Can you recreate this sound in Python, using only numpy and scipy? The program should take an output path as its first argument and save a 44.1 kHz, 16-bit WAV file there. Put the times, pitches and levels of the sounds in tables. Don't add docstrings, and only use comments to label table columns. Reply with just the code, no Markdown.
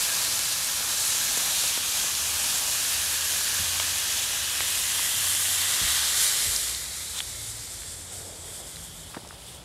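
import sys
import numpy as np
from scipy import signal
from scipy.fft import rfft, irfft
from scipy.io import wavfile
from scipy.ndimage import uniform_filter1d

SR = 44100
rng = np.random.default_rng(int(sys.argv[2]) if len(sys.argv) > 2 else 0)


def dump(signal):
    limited = np.clip(np.atleast_2d(signal).T, -1, 1)
    pcm = np.round(limited * 32767).astype(np.int16)
    wavfile.write(sys.argv[1], SR, pcm)


N = 425124

# f/Hz, density/dB per Hz
TRAFFIC_SPECTRUM = [(20, -42), (35, -16), (50, 0.5), (85, 0.5), (130, -3.5), (200, -10.5), (350, -11.5),
                    (600, -11), (1100, -16), (3000, -25.5), (15000, -52)]
TRAFFIC_START_DB, TRAFFIC_RISE_DB_PER_S = -50.5, 0.2461
# t/s, pitch f/Hz, level/dB before throb
NEAR_ENGINE = [(1.85, 71, -63), (2.35, 75.7, -46), (2.6, 74.8, -89), (3.0, 79, -49), (3.45, 83.2, -56),
               (3.65, 86.1, -47), (3.9, 88.3, -51), (4.3, 87, -56), (4.6, 88.2, -51), (4.85, 89, -57),
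               (5.1, 91.1, -52), (5.55, 92, -47), (5.8, 85.4, -56), (6.0, 73.5, -49), (6.15, 72, -62)]
# start t/s, length/s, first f/Hz, last f/Hz, level/dB before throb
ENGINES = [(0.198, 0.49, 112, 116.3, -55), (3.7, 1.04, 62.7, 68, -56), (6.301, 0.68, 59.2, 56.7, -50),
           (6.599, .9, 71.9, 77.7, -55), (7.15, 2.0, 50.9, 50.4, -56.5), (7.251, 0.47, 108, 108.6, -48),
           (7.804, 0.84, 88.8, 86.8, -53), (7.85, 2.2, 175.9, 176.6, -62), (8.6, 0.56, 162.3, 157.3, -55),
           (9.248, .5, 69, 61, -55)]
ENGINE_FADE_S = 0.13

# t/s, strength/dB, centre f/Hz, t60/s
BUMPS = [(3.592, -31, 72, 0.22), (3.6, -35.5, 126, .1), (5.808, -27.5, 64.1, 0.3), (5.814, -35, 131, 0.13),
         (6.435, -30, 60, 0.42), (6.46, -34, 105, .2), (9.139, -48, 1300, .03), (9.1457, -36, 1250, 0.04),
         (9.165, -42, 1300, .015), (9.168, -34.5, 620, 0.013), (9.168, -33.5, 310, 0.014),
         (9.167, -40, 160, .025), (9.174, -42.5, 1600, .015), (9.1755, -40, 500, .012),
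         (9.19, -44, 700, .12), (9.222, -50, 800, .03), (9.232, -48, 300, .04), (9.248, -46, 900, .015),
         (9.259, -48, 600, .025), (9.27, -45, 550, .025), (9.308, -40, 1350, .008), (9.327, -50, 650, .02)]
BUMP_OCTAVES, BUMP_HIGHPASS_HZ = 0.35, 36

# start t/s, length/s, peak level/dB
BURBLES = [(6.1, 0.66, -52.5), (8.08, 0.31, -49.3), (8.38, 0.17, -50.5), (8.56, 0.13, -50.5)]
BURBLE_HZ, BURBLE_SIGMA_OCTAVES = 493, 0.6

# f/Hz, level/dB
STRAIN_SPECTRUM = [(500, -22), (1200, -12), (2700, -10), (3500, 0), (3900, -2), (4600, -13), (6500, -6),
                   (9000, -10), (14000, -26)]
STRAIN_START_S, STRAIN_LENGTH_S, STRAIN_LAST_DB, STRAIN_GROWTH_DB = 7.128, 0.066, -33, 7

# start t/s, length/s, first f/Hz, last f/Hz, level/dB
CHIRPS = [(0.063, .085, 1700, 1590, -41)]
CHIRP_WAVER_RATIO, CHIRP_FLUTTER_DB = 0.02, 3.5

# t/s, strength/dB
SPITS = [(.392, -26), (.525, -29), (.646, -28), (1.009, -35), (1.3735, -29.5), (1.377, -29), (1.381, -29),
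         (1.637, -28), (1.677, -27), (2.151, -31), (2.432, -30), (2.573, -29), (2.677, -29), (3.249, -31),
         (6.696, -32), (7.19, -40), (7.742, -42), (7.907, -47), (8.218, -45), (8.593, -50), (9.275, -45),
         (9.289, -44)]
SPIT_HZ, SPIT_OCTAVES, SPIT_T60_S = 7000, 0.6, 0.008
# t/s, strength/dB, centre f/Hz
PLOPS = [(.807, -37, 551.3), (1.055, -45, 700), (1.3742, -33, 600), (1.512, -43, 650), (1.639, -36, 850),
         (1.776, -33.5, 650), (2.044, -38, 550), (3.799, -33.5, 900), (4.308, -41, 600), (4.606, -33, 1050),
         (5.762, -47, 702)]
PLOP_OCTAVES, PLOP_T60_S = 1, 0.01
# t/s, strength/dB, centre f/Hz
TICKS = [(.808, -35, 3500), (3.7987, -25.5, 2100), (3.801, -31, 2990), (4.606, -26.5, 2000),
         (4.6085, -32, 2890), (4.994, -32, 1400), (5.349, -33, 1506), (7.2042, -34, 1800),
         (7.82, -45, 1800), (7.834, -44, 1600), (8.768, -44, 2200), (9.144, -47, 2200), (9.1475, -43, 2200),
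         (9.152, -48, 2000)]
TICK_OCTAVES, TICK_T60_S = 1, 0.0094
# t/s, strength/dB, pitch f/Hz, t60/s
SNAPS = [(6.5625, -24, 5450, 0.005), (6.7478, -30, 3990, .012), (7.1898, -30.5, 3600, 0.008),
         (7.2035, -26, 3350, .006), (7.2062, -33, 3500, .014), (8.759, -41, 3930, .012)]
SNAP_OCTAVES = 0.14

# t/s, hiss level/dB in HISS_LEVEL_BAND_HZ before tints, flutter and jets
HISS_LEVEL = [(0.0, -26.5), (.55, -28.5), (0.94, -29), (.99, -27.3), (1.23, -27.5), (1.69, -27),
              (1.82, -30), (2.0, -27.5), (2.1, -29.2), (2.55, -27.5), (3.73, -28), (3.94, -29), (4.11, -28),
              (4.45, -30), (4.68, -28), (5.55, -26), (6.12, -26.5), (6.22, -23.5), (6.35, -26),
              (6.56, -27.5), (6.86, -35), (7.3, -37), (7.75, -39), (7.92, -39), (8.06, -43.5),
              (8.15, -39.5), (8.38, -44), (8.5, -42), (8.68, -41.5), (8.86, -43.5), (9.02, -43.5),
              (9.24, -50.5), (9.33, -49), (9.5, -45.5), (9.63, -51.5)]
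HISS_LEVEL_BAND_HZ = (4500, 14000)
# t/s, 0 (hard boil) to 1 (simmer)
CALM = [(0, 0.05), (4.4, 0.08), (6.3, 0.36), (6.9, 0.54), (7.8, 0.95), (9.0, 0.7)]
# f/Hz, density/dB per Hz
BOIL_SPECTRUM = [(80, -33), (150, -9.5), (260, -10.5), (390, -19), (570, -6.5), (760, -9.5), (1050, -4),
                 (1270, -6.5), (1730, -3), (2290, -2.5), (3340, 0), (5240, 1.5), (7280, 7.5), (11200, 8),
                 (13300, 2.5), (15600, -9.5)]
SIMMER_SPECTRUM = [(300, -23.5), (1000, -8.5), (1400, 3), (2200, 0), (2700, -1), (3400, -0.5), (4600, 5.5),
                   (6500, 3), (7300, 8.5), (8400, 7), (10500, 1.5), (13000, -6), (14500, -11), (15600, -34)]
DYING_SPECTRUM = [(300, -25), (1000, -4), (2000, -3), (2700, 6), (3300, -0.5), (4000, 7), (5000, 10),
                  (6300, 2.5), (7500, 2), (8900, 0.5), (10800, -3), (12000, -9), (15600, -18)]
DYING_START_S, DYING_END_S = 9.03, 9.15
# t/s, f/Hz, height/dB
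POCKET_LOW = [(.1, 1630, 0), (.85, 1420, 1), (1.25, 987, -2.5), (2.2, 985, 3), (2.55, 1049, -1),
              (2.9, 1612, 2), (3.5, 1674, 3), (4.5, 1920, 2.5), (6.0, 1814, 3), (7.1, 2130, 4.5),
              (9.64, 2210, 2)]
# t/s, f/Hz, height/dB
POCKET_HIGH = [(.6, 4300, 1), (1.7, 3500, 4), (2.6, 3230, 1), (5.0, 3048, 5.5), (6.9, 3760, 4.5),
               (8.0, 3400, 6), (9.64, 3330, 14)]
POCKET_LOW_SIGMA_OCTAVES = 0.2
POCKET_HIGH_SIGMA_OCTAVES, POCKET_HIGH_NARROWING = 0.29, 0.71
MOVE_START_S, MOVE_END_S, NULL_SIGMA_OCTAVES = 3.7, 6.2, 0.088
NULL_FAR_HZ, NULL_NEAR_HZ, NULL_FAR_DB, NULL_NEAR_DB = 2034, 2570, 4.5, 2.5
MIDDLE_BAND_HZ, SPUTTER_BAND_HZ, FIZZ_BAND_HZ = (2600, 6800), (900, 2400), (7200, 14000)
# t/s, level/dB over the middle band
FIZZ_LEVEL = [(0, -1.3), (3, -0.9), (4.3, -2.5), (5.4, 3), (5.85, -1), (6.9, 2), (7.9, 3.5), (8.9, 3),
              (9.25, 2.5)]
SPUTTER_BOIL_DB, SPUTTER_SIMMER_ADDED_DB = -9.5, -1
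HEAVE_CENTRE_S, HEAVE_SIGMA_S, HEAVE_DB = 5.78, 0.6, 2.5
SURGE_WINDOW_S, FIZZ_DB_PER_DB, SPUTTER_LOSS_DB_PER_DB = 1.03, 0.39, 0.27
# start t/s, end t/s, centre f/Hz, height/dB
TINTS = [(0, .45, 4200, 1.5), (.49, .555, 4400, 7), (0.943, 1.202, 7300, 3), (1.0, 1.14, 10400, 3.5),
         (1.15, 1.72, 6300, 2), (1.602, 3.302, 2740, 1), (1.8, 2.32, 6600, 1.5), (2.899, 3.65, 1710, 2),
         (4.9, 5.45, 3204, 1), (5.248, 5.6, 9640, 0.5), (5.601, 6.15, 3605, 1), (7.8, 8.65, 8200, 2)]
TINT_SIGMA_OCTAVES, TINT_RAMP_S = 0.15, 0.053
FLUTTER_RMS_DB, SIMMER_TREBLE_FLUTTER_RMS_DB, JETS_RMS_DB = 0.33, 1, 0.7
# delay/ms, level/dB
ECHOES = [(1.3, -47), (2.399, -20.5), (3.9, -29), (6.3, -19.5)]
RECORDER_EDGE_HZ = 15750


def gain_of(db):
    return 10 ** (np.asarray(db) / 20)


def evened(x):
    return x / np.sqrt(np.mean(x ** 2) + 1e-20)


def spectrum_db(points, hz):
    point_hz, point_db = np.transpose(points)
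    return np.interp(np.log(hz + 1), np.log(point_hz + 1), point_db)


def follow(rows, t_s):
    row_s, *columns = np.transpose(rows)
    return [np.interp(t_s, row_s, column) for column in columns]


def hump(hz, centre_hz, sigma_octaves):
    octaves_off = np.log2((hz + 1) / centre_hz)
    return np.exp(-0.5 * (octaves_off / sigma_octaves) ** 2)


def band_level_db(colour_db, hz, band_hz):
    low_hz, high_hz = band_hz
    power = gain_of(colour_db) ** 2 * (hz > low_hz) * (hz < high_hz)
    return 10 * np.log10(power.mean(0))


def wander(shape, size):
    smoothed = uniform_filter1d(rng.standard_normal(shape), size)
    return evened(uniform_filter1d(smoothed, size))


def add(mix, start_s, sound):
    part = mix[max(round(start_s * SR), 0):][:len(sound)]
    part += sound[:len(part)]


def drone(hz, level_db):
    waver, throb = wander((2, N), size=4000)[:, :len(hz)]
    phase = 2 * np.pi * np.cumsum(hz * (1 + 0.0075 * waver)) / SR
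    return evened(np.sin(phase)) * gain_of(level_db + 1.1 * throb)


def outdoors():
    hz = np.fft.rfftfreq(N, 1 / SR)
    wash = irfft(rfft(rng.standard_normal(N)) * gain_of(spectrum_db(TRAFFIC_SPECTRUM, hz)), N)
    out = evened(wash) * gain_of(TRAFFIC_START_DB + TRAFFIC_RISE_DB_PER_S * np.arange(N) / SR)
    near_start_s, near_end_s = NEAR_ENGINE[0][0], NEAR_ENGINE[-1][0]
    near_hz, near_db = follow(NEAR_ENGINE, np.arange(near_start_s, near_end_s, 1 / SR))
    add(out, near_start_s, drone(near_hz, near_db))
    for start_s, length_s, first_hz, last_hz, level_db in ENGINES:
        t_s = np.arange(0, length_s, 1 / SR)
        fade = np.minimum(np.minimum(t_s, length_s - t_s) / ENGINE_FADE_S, 1)
        glide_hz = first_hz + (last_hz - first_hz) * t_s / length_s
        add(out, start_s, fade * drone(glide_hz, level_db))
    return out


def pops(rows, rough_s, top_hz):
    out, t_s = np.zeros(N), np.arange(16384) / SR
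    hz = np.fft.rfftfreq(len(t_s), 1 / SR)
    treble_loss = 1 / np.sqrt(1 + (hz / top_hz) ** 10)
    for start_s, strength_db, centre_hz, octaves, t60_s in rows:
        push = rng.standard_normal(len(t_s)) * np.exp(-np.log(1000) * t_s / t60_s)
        push *= (t60_s / rough_s) / np.linalg.norm(push)
        push[0] += 1
        ratio = (hz + 1) / centre_hz
        resonance = 1 / (1 + 1j * (ratio - 1 / ratio) / (2 * octaves))
        pop = irfft(rfft(np.roll(push, 16)) * resonance ** 2 * treble_loss)
        unit_pop = pop / np.linalg.norm(pop) * np.sqrt(0.005 * SR)
        add(out, start_s, gain_of(strength_db) * unit_pop)
    return out


def handling():
    rows = [(s, db, hz, BUMP_OCTAVES, t60_s) for s, db, hz, t60_s in BUMPS]
    knocks = pops(rows, rough_s=0.026, top_hz=2180)
    highpass = signal.butter(4, BUMP_HIGHPASS_HZ, "high", fs=SR, output="sos")
    return signal.sosfilt(highpass, knocks)


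def bursts(per_s, spread_db, steam):
    size = gain_of(spread_db * np.minimum(rng.exponential(1, N), 6))
    clicks = size * rng.choice([-1, 1], N) * (rng.random(N) < per_s / SR)
    return evened(evened(clicks) + steam * rng.standard_normal(N))


def burble():
    grains = rfft(bursts(per_s=400, spread_db=1.5, steam=1.1))
    band = hump(np.fft.rfftfreq(N, 1 / SR), BURBLE_HZ, BURBLE_SIGMA_OCTAVES)
    rumble = evened(irfft(grains * band, N))
    swell = np.zeros(N)
    for start_s, length_s, peak_db in BURBLES:
        progress = np.arange(0, 1, 1 / (length_s * SR))
        add(swell, start_s, gain_of(peak_db) * np.sqrt(np.sin(np.pi * progress).clip(0)))
    return rumble * swell


def strain():
    fractures = rfft(bursts(per_s=1500, spread_db=0.5, steam=0.5))
    ring = irfft(fractures * gain_of(spectrum_db(STRAIN_SPECTRUM, np.fft.rfftfreq(N, 1 / SR))), N)
    out, progress = np.zeros(N), np.arange(0, 1, 1 / (STRAIN_LENGTH_S * SR))
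    growth = gain_of(STRAIN_LAST_DB - STRAIN_GROWTH_DB * (1 - progress))
    add(out, STRAIN_START_S, evened(ring[:len(progress)]) * growth)
    return out


def chirps():
    out = np.zeros(N)
    for start_s, length_s, first_hz, last_hz, level_db in CHIRPS:
        progress = np.arange(0, 1, 1 / (length_s * SR))
        waver, flutter = wander((2, SR), size=120)[:, :len(progress)]
        hz = (first_hz + (last_hz - first_hz) * progress) * (1 + CHIRP_WAVER_RATIO * waver)
        swell = np.sqrt(np.sin(np.pi * progress ** 1.8).clip(0))
        swell = swell * gain_of(CHIRP_FLUTTER_DB * flutter)
        whistle = np.sin(2 * np.pi * np.cumsum(hz) / SR)
        add(out, start_s, gain_of(level_db) * evened(swell * whistle))
    return out


def crackle():
    spits = [(s, db, SPIT_HZ, SPIT_OCTAVES, SPIT_T60_S) for s, db in SPITS]
    plops = [(s, db, hz, PLOP_OCTAVES, PLOP_T60_S) for s, db, hz in PLOPS]
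    ticks = [(s, db, hz, TICK_OCTAVES, TICK_T60_S) for s, db, hz in TICKS]
    snaps = [(s, db, hz, SNAP_OCTAVES, t60_s) for s, db, hz, t60_s in SNAPS]
    out = pops(spits, rough_s=0.0093, top_hz=11000)
    out += pops(plops, rough_s=0.02, top_hz=2500)
    out += pops(ticks, rough_s=0.012, top_hz=5500)
    out += pops(snaps, rough_s=0.014, top_hz=11000)
    return out


def base_colour(hz, t_s, calm):
    colour = (1 - calm) * spectrum_db(BOIL_SPECTRUM, hz) + calm * spectrum_db(SIMMER_SPECTRUM, hz)
    dying = np.clip((t_s - DYING_START_S) / (DYING_END_S - DYING_START_S), 0, 1)
    colour += (spectrum_db(DYING_SPECTRUM, hz) - colour) * dying
    low_hz, low_db = follow(POCKET_LOW, t_s)
    colour += low_db * hump(hz, low_hz, POCKET_LOW_SIGMA_OCTAVES)
    high_hz, high_db = follow(POCKET_HIGH, t_s)
    high_width = POCKET_HIGH_SIGMA_OCTAVES * (1 - POCKET_HIGH_NARROWING * calm)
    colour += high_db * hump(hz, high_hz, high_width)
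    move = [(MOVE_START_S, NULL_FAR_HZ, NULL_FAR_DB), (MOVE_END_S, NULL_NEAR_HZ, NULL_NEAR_DB)]
    null_hz, null_db = follow(move, t_s)
    return colour - null_db * hump(hz, null_hz, NULL_SIGMA_OCTAVES)


def sizzle():
    hz, t_s, fine = signal.stft(bursts(per_s=5000, spread_db=1.5, steam=1.27), SR, nperseg=512, noverlap=384)
    coarse = signal.stft(bursts(per_s=900, spread_db=1.0, steam=1.29), SR, nperseg=512, noverlap=384)[2]
    hz = hz[:, None]
    low = 1 / (1 + (hz / 2500) ** 8)
    high = 1 - 1 / (1 + (hz / 7000) ** 10)
    level_db = follow(HISS_LEVEL, t_s)[0]
    calm = np.clip(follow(CALM, t_s)[0], 0, 1)
    colour = base_colour(hz, t_s, calm)

    surge_db = level_db - uniform_filter1d(level_db, round(SURGE_WINDOW_S / t_s[1]))
    heave = np.exp(-0.5 * ((t_s - HEAVE_CENTRE_S) / HEAVE_SIGMA_S) ** 2)
    sputter_db = SPUTTER_BOIL_DB + SPUTTER_SIMMER_ADDED_DB * calm + HEAVE_DB * heave
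    sputter_db -= SPUTTER_LOSS_DB_PER_DB * surge_db
    fizz_db = follow(FIZZ_LEVEL, t_s)[0] + FIZZ_DB_PER_DB * surge_db
    middle_now_db = band_level_db(colour, hz, MIDDLE_BAND_HZ)
    sputter_now_db = band_level_db(colour, hz, SPUTTER_BAND_HZ)
    fizz_now_db = band_level_db(colour, hz, FIZZ_BAND_HZ)
    colour += low * (sputter_db - sputter_now_db + middle_now_db)
    colour += high * (fizz_db - fizz_now_db + middle_now_db)
    colour += level_db - band_level_db(colour, hz, HISS_LEVEL_BAND_HZ)

    for start_s, end_s, centre_hz, height_db in TINTS:
        ramp = np.clip(np.minimum(t_s - start_s, end_s - t_s) / TINT_RAMP_S, 0, 1)
        colour += height_db * hump(hz, centre_hz, TINT_SIGMA_OCTAVES) * ramp
    jets = evened(uniform_filter1d(wander(colour.shape, size=14), size=4, axis=0))
    flutter_db = FLUTTER_RMS_DB + SIMMER_TREBLE_FLUTTER_RMS_DB * calm * high
    colour += flutter_db * wander(len(t_s), size=13) + JETS_RMS_DB * jets
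    bubbles = np.sqrt(low) * coarse + np.sqrt(1 - low) * fine
    return signal.istft(bubbles * gain_of(colour), nperseg=512, noverlap=384)[1][:N]


def reflected(x, sway):
    n = np.arange(N)
    drift = 1 + sway * wander(N, size=40000)
    echoes = sum(gain_of(db) * np.interp(n - ms * drift * SR / 1000, n, x) for ms, db in ECHOES)
    return evened(x + echoes) * np.std(x)


def scene():
    mono = outdoors() + handling() + burble() + strain() + chirps() + crackle()
    mono += reflected(sizzle(), sway=0.0345)
    return np.array([mono, mono])


def record(dry):
    lowpass = signal.firwin(511, RECORDER_EDGE_HZ, window=("kaiser", 9), fs=SR)
    return signal.oaconvolve(dry, lowpass[None], "same")


dry = scene()
out = record(dry)
dump(out)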